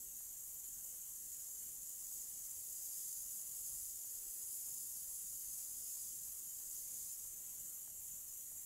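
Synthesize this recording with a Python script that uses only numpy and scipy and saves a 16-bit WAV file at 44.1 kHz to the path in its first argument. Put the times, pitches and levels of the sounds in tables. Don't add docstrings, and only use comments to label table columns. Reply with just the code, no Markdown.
import sys
import numpy as np
from scipy import signal
from scipy.fft import rfft, irfft, next_fast_len
from scipy.io import wavfile
from scipy.ndimage import uniform_filter1d, minimum_filter1d, map_coordinates

SR = 44100
rng = np.random.default_rng(int(sys.argv[2]) if len(sys.argv) > 2 else 0)


def wav_out(sig):
    wavfile.write(sys.argv[1], SR, np.round(np.clip(np.atleast_2d(sig).T, -1, 1) * 32767).astype(np.int16))


def boost(x):
    u = np.asarray(x, float) / 20
    return 10 ** u


N = 381465


def unit(x):
    return x / np.sqrt(np.mean(x ** 2) + 1e-20)


def along(points, hz, index=1):
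    rows = np.array(points)
    return np.interp(np.log(hz + 1), np.log(rows[:, 0] + 1), rows[:, index])


def wobble(rate_hz):
    knots = rng.standard_normal(int(N * rate_hz / SR) + 4)
    return map_coordinates(knots, [np.arange(N) * rate_hz / SR])


def blurred(x, size_hz, size_t):
    return uniform_filter1d(uniform_filter1d(x, size=size_hz, axis=0), size=size_t, axis=1)


def filtered(x, response):
    m = next_fast_len(N + 8192)
    return irfft(rfft(x, m) * response(np.fft.rfftfreq(m, 1 / SR)), m)[..., :N]


def delayed(x, late_ms):
    return map_coordinates(x, [np.arange(N) - late_ms * SR / 1000], order=3)


def patchy(patchy_db, gain_db):
    hz, t, z = signal.stft(rng.standard_normal(N), SR, nperseg=1024, noverlap=768)
    streaks = unit(blurred(rng.standard_normal(z.shape), 4, 12))
    z = z * boost(patchy_db * streaks + gain_db(hz, t))
    return signal.istft(z, SR, nperseg=1024, noverlap=768)[1][:N]


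# (frequency [Hz], density [dB per Hz])
NOZZLE = [(2120, -47), (3600, -25), (4020, -26.5), (5110, -14), (5530, -15.5), (6370, -3), (7030, 1.5),
          (8870, -5.5), (11800, -1), (13500, -7), (15100, -8), (15600, -19)]


def jet_air():
    flat_hz = 15050
    air = filtered(patchy(1.56, beam_db), lambda hz: boost(along(NOZZLE, np.minimum(hz, flat_hz))))
    slow_db = 0.33 * wobble(9) + 0.086 * wobble(22)
    fast_db = 0.33 * wobble(70) + 0.42 * wobble(160) + 0.8 * wobble(600)
    return unit(air) * boost(slow_db + fast_db)


# (time [s], aim at microphone [dB], lift [dB])
AIM = [(0, -4.5, 0.1), (1.2, -4, -0.2), (1.45, 0, -0.7), (1.72, -3.5, -0.2), (2.2, 0.8, -.6),
       (2.65, 1.3, -.6), (3.05, 5.5, 0.3), (3.45, 1.5, 0.5), (3.78, 4.2, 0.7), (4.05, 1, -0.3),
       (4.5, 5, 1.3), (5.38, 2.2, 0.2), (6.0, 4.5, -0.4), (6.4, -0.5, .1), (6.78, 1.5, -.3), (7.0, 3, -1),
       (7.35, -4, 0.2), (8.65, -5.5, 0.1)]
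# (frequency [Hz], share [1])
FOLLOW = [(4000, 1.6), (8000, 0.83), (11800, 0.48), (13300, 0.43), (15500, 0.55)]
# (centre [Hz], half width [Hz], gain per aim [dB/dB])
LOBES = [(4940, 480, 1.1), (10240, 970, .65), (14000, 800, 0.5)]
# (frequency [Hz], share [1])
LIFT = [(6000, -.9), (8500, .1), (11000, .9), (15000, 0.4)]


def beam_db(hz, t):
    s, aim, lift = np.transpose(AIM)
    aim_db, lift_db = np.interp(t, s, aim), np.interp(t, s, lift)
    broad_share = 0.35
    gain_db = along(FOLLOW, hz)[:, None] * broad_share * aim_db
    for centre_hz, half_width_hz, share in LOBES:
        inside = np.exp(-((hz - centre_hz) / half_width_hz) ** 4)[:, None]
        gain_db = gain_db + inside * (share * aim_db - gain_db)
    return gain_db + along(LIFT, hz)[:, None] * lift_db


# (frequency [Hz], echo level [dB], phase [turns])
WALL_COLOUR = [(5000, -30, -.15), (5900, -13, -.1), (6600, -9, 0), (7900, -10, 0), (8600, -17, -.1),
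               (9400, -17, -.36), (10700, -22, -.2), (11600, -21, .08), (12700, -17, .03),
               (14100, -18, -.25), (15000, -18, -.4)]


def wall_echo(air):
    def reflection(hz):
        turns = along(WALL_COLOUR, hz, index=2)
        return boost(along(WALL_COLOUR, hz)) * np.exp(2j * np.pi * turns)
    return delayed(filtered(air, reflection), circling_ms())


# (far end [s], delay [ms], near end [s], delay [ms])
CIRCLES = [(-.1, 1.58, .3, 1.465), (.68, 1.56, .98, 1.521), (1.49, 1.623, 1.8, 1.569),
           (2.33, 1.67, 2.62, 1.627), (3.11, 1.73, 3.49, 1.643), (4.05, 1.834, 4.57, 1.669),
           (4.95, 1.768, 5.51, 1.54), (5.92, 1.682, 6.51, 1.476), (6.93, 1.61, 7.51, 1.377),
           (7.9, 1.486, 8.44, 1.301), (8.85, 1.42, 9.4, 1.3)]


def circling_ms():
    s, late_ms = np.reshape(CIRCLES, (-1, 2)).T
    place = np.interp(np.arange(N) / SR, s, np.arange(len(s)))
    end = place.astype(int)
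    swing = np.sin(np.pi / 2 * (place - end)) ** 2
    return late_ms[end] + (late_ms[end + 1] - late_ms[end]) * swing


# (delay [ms], drift [ms], level [dB])
BOUNCES = [(.62, .03, -21), (.95, .03, -18), (2.3, .05, -16), (3.4, .06, -15), (4.7, .07, -16)]


def near_bounces(air):
    upper = filtered(air, lambda hz: boost(-3.8) / (1 + (8500 / (hz + 1)) ** 12))
    return sum(boost(db) * delayed(upper, ms + drift_ms * wobble(1.7)) for ms, drift_ms, db in BOUNCES)


def jet():
    air = jet_air()
    return unit(air + wall_echo(air) + near_bounces(air)) * boost(-47.5)


def splats(times_s, level_db, hz, cycles):
    t = np.arange(500) / SR
    age = hz[:, None] * t / cycles
    envelope = np.e * age * np.exp(-age)
    waves = boost(level_db)[:, None] * np.sin(2 * np.pi * hz[:, None] * t) * envelope
    at = (times_s * SR).astype(int)[:, None] + np.arange(len(t))
    return np.bincount(at.ravel(), waves.ravel(), N + len(t))[:N]


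# (time [s], peak level [dB], frequency [Hz])
BLOBS = [(0.207, -64, 751), (0.849, -63, 501), (1.485, -67, 923), (1.807, -74, 1340), (2.117, -65, 826),
         (3.05, -73, 603), (3.399, -64.5, 735), (3.538, -72, 708), (4.046, -64, 791), (4.681, -62, 735),
         (5.329, -62, 685), (5.971, -63.5, 886), (6.612, -67, 985), (7.252, -66, 931), (7.877, -63, 830),
         (8.325, -72, 678), (8.519, -65, 720), (8.557, -70, 689)]


def plaster(count=500):
    s, db, hz = np.transpose(BLOBS)
    draw = rng.random((count, 3))
    small_db, small_hz = -84 + 11 * draw[:, 1], 500 * boost(11.6 * draw[:, 2])
    small = splats(draw[:, 0] * N / SR, small_db, small_hz, cycles=0.63)
    body = splats(s, db - 1.5, hz, cycles=0.62)
    slap = splats(s + 0.0013, db - 2, 1.76 * hz, cycles=0.57)
    return small + body + slap


def gusts_db(hz, t):
    return 0.92 * unit(blurred(rng.standard_normal((len(hz), len(t))), 14, 14))


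# (frequency [Hz], density [dB per Hz])
SITE = [(12, -35), (20, 5), (43, -0.5), (297, -12), (1460, -21), (2000, -18), (2450, -21), (3000, -15),
        (4020, -25.5), (4300, -17.5), (5590, -54), (9460, -120)]


def site():
    rumble = filtered(patchy(1.77, gusts_db), lambda hz: boost(along(SITE, hz)))
    level_db = -71.1 + 0.55 * wobble(6) + 0.35 * wobble(18)
    return boost(level_db) * unit(rumble)


# (time [s], centre [Hz], level [dB])
SPOTS = [(1.556, 5200, -80), (1.556, 13100, -62), (2.421, 13800, -66), (2.682, 10300, -61),
         (2.839, 9700, -58), (2.839, 14800, -64), (3.123, 11000, -54), (3.419, 5200, -73),
         (5.526, 5200, -69), (5.579, 11700, -59), (6.78, 9650, -60), (6.78, 15100, -69),
         (8.197, 13800, -66), (8.295, 6000, -66)]


def spots():
    side, width, band_hz = np.zeros(N), 2048, 1450
    hz = np.fft.rfftfreq(width, 1 / SR)
    fade = np.sin(np.pi * np.arange(width) / width)
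    for s, centre_hz, db in SPOTS:
        inside = abs(hz - centre_hz) < band_hz / 2
        band = irfft(rfft(rng.standard_normal(width)) * inside)
        start = round(s * SR) - width // 2
        side[start:start + width] += boost(db - 0.5) * unit(band) * fade
    return side


def scene():
    return np.tile(jet() + plaster() + site(), (2, 1))


# (frequency [Hz], level re neighbourhood [dB])
DROP = [(300, -12), (1000, -6.2), (1800, -5.8), (2450, -3.9), (3000, -6.5), (4200, -5), (5800, -7.6),
        (7000, -12)]


def silence_weak_cells(x):
    hz, _, z = signal.stft(x, SR, nperseg=2048, noverlap=1536)
    power = np.abs(z) ** 2 + 1e-20
    cell, around = blurred(power, 6, 3), blurred(power, 30, 5)
    margin_db = 10 * np.log10(np.abs(cell / around)) - along(DROP, hz)[:, None]
    margin_db = minimum_filter1d(minimum_filter1d(margin_db, size=3, axis=0), size=3, axis=1)
    keep = 1 / (1 + boost(-40 * np.clip(margin_db, -2, 2)))
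    return signal.istft(z * keep, SR, nperseg=2048, noverlap=1536)[1][:N]


def roll_off(x):
    return signal.sosfilt(signal.butter(12, 16510, fs=SR, output="sos"), x)


def record(dry):
    mid = silence_weak_cells(filtered(dry[0], lambda hz: hz < 15750))
    side = spots()
    return roll_off(np.array([mid + side, mid - side]))


dry = scene()
out = record(dry)
wav_out(out)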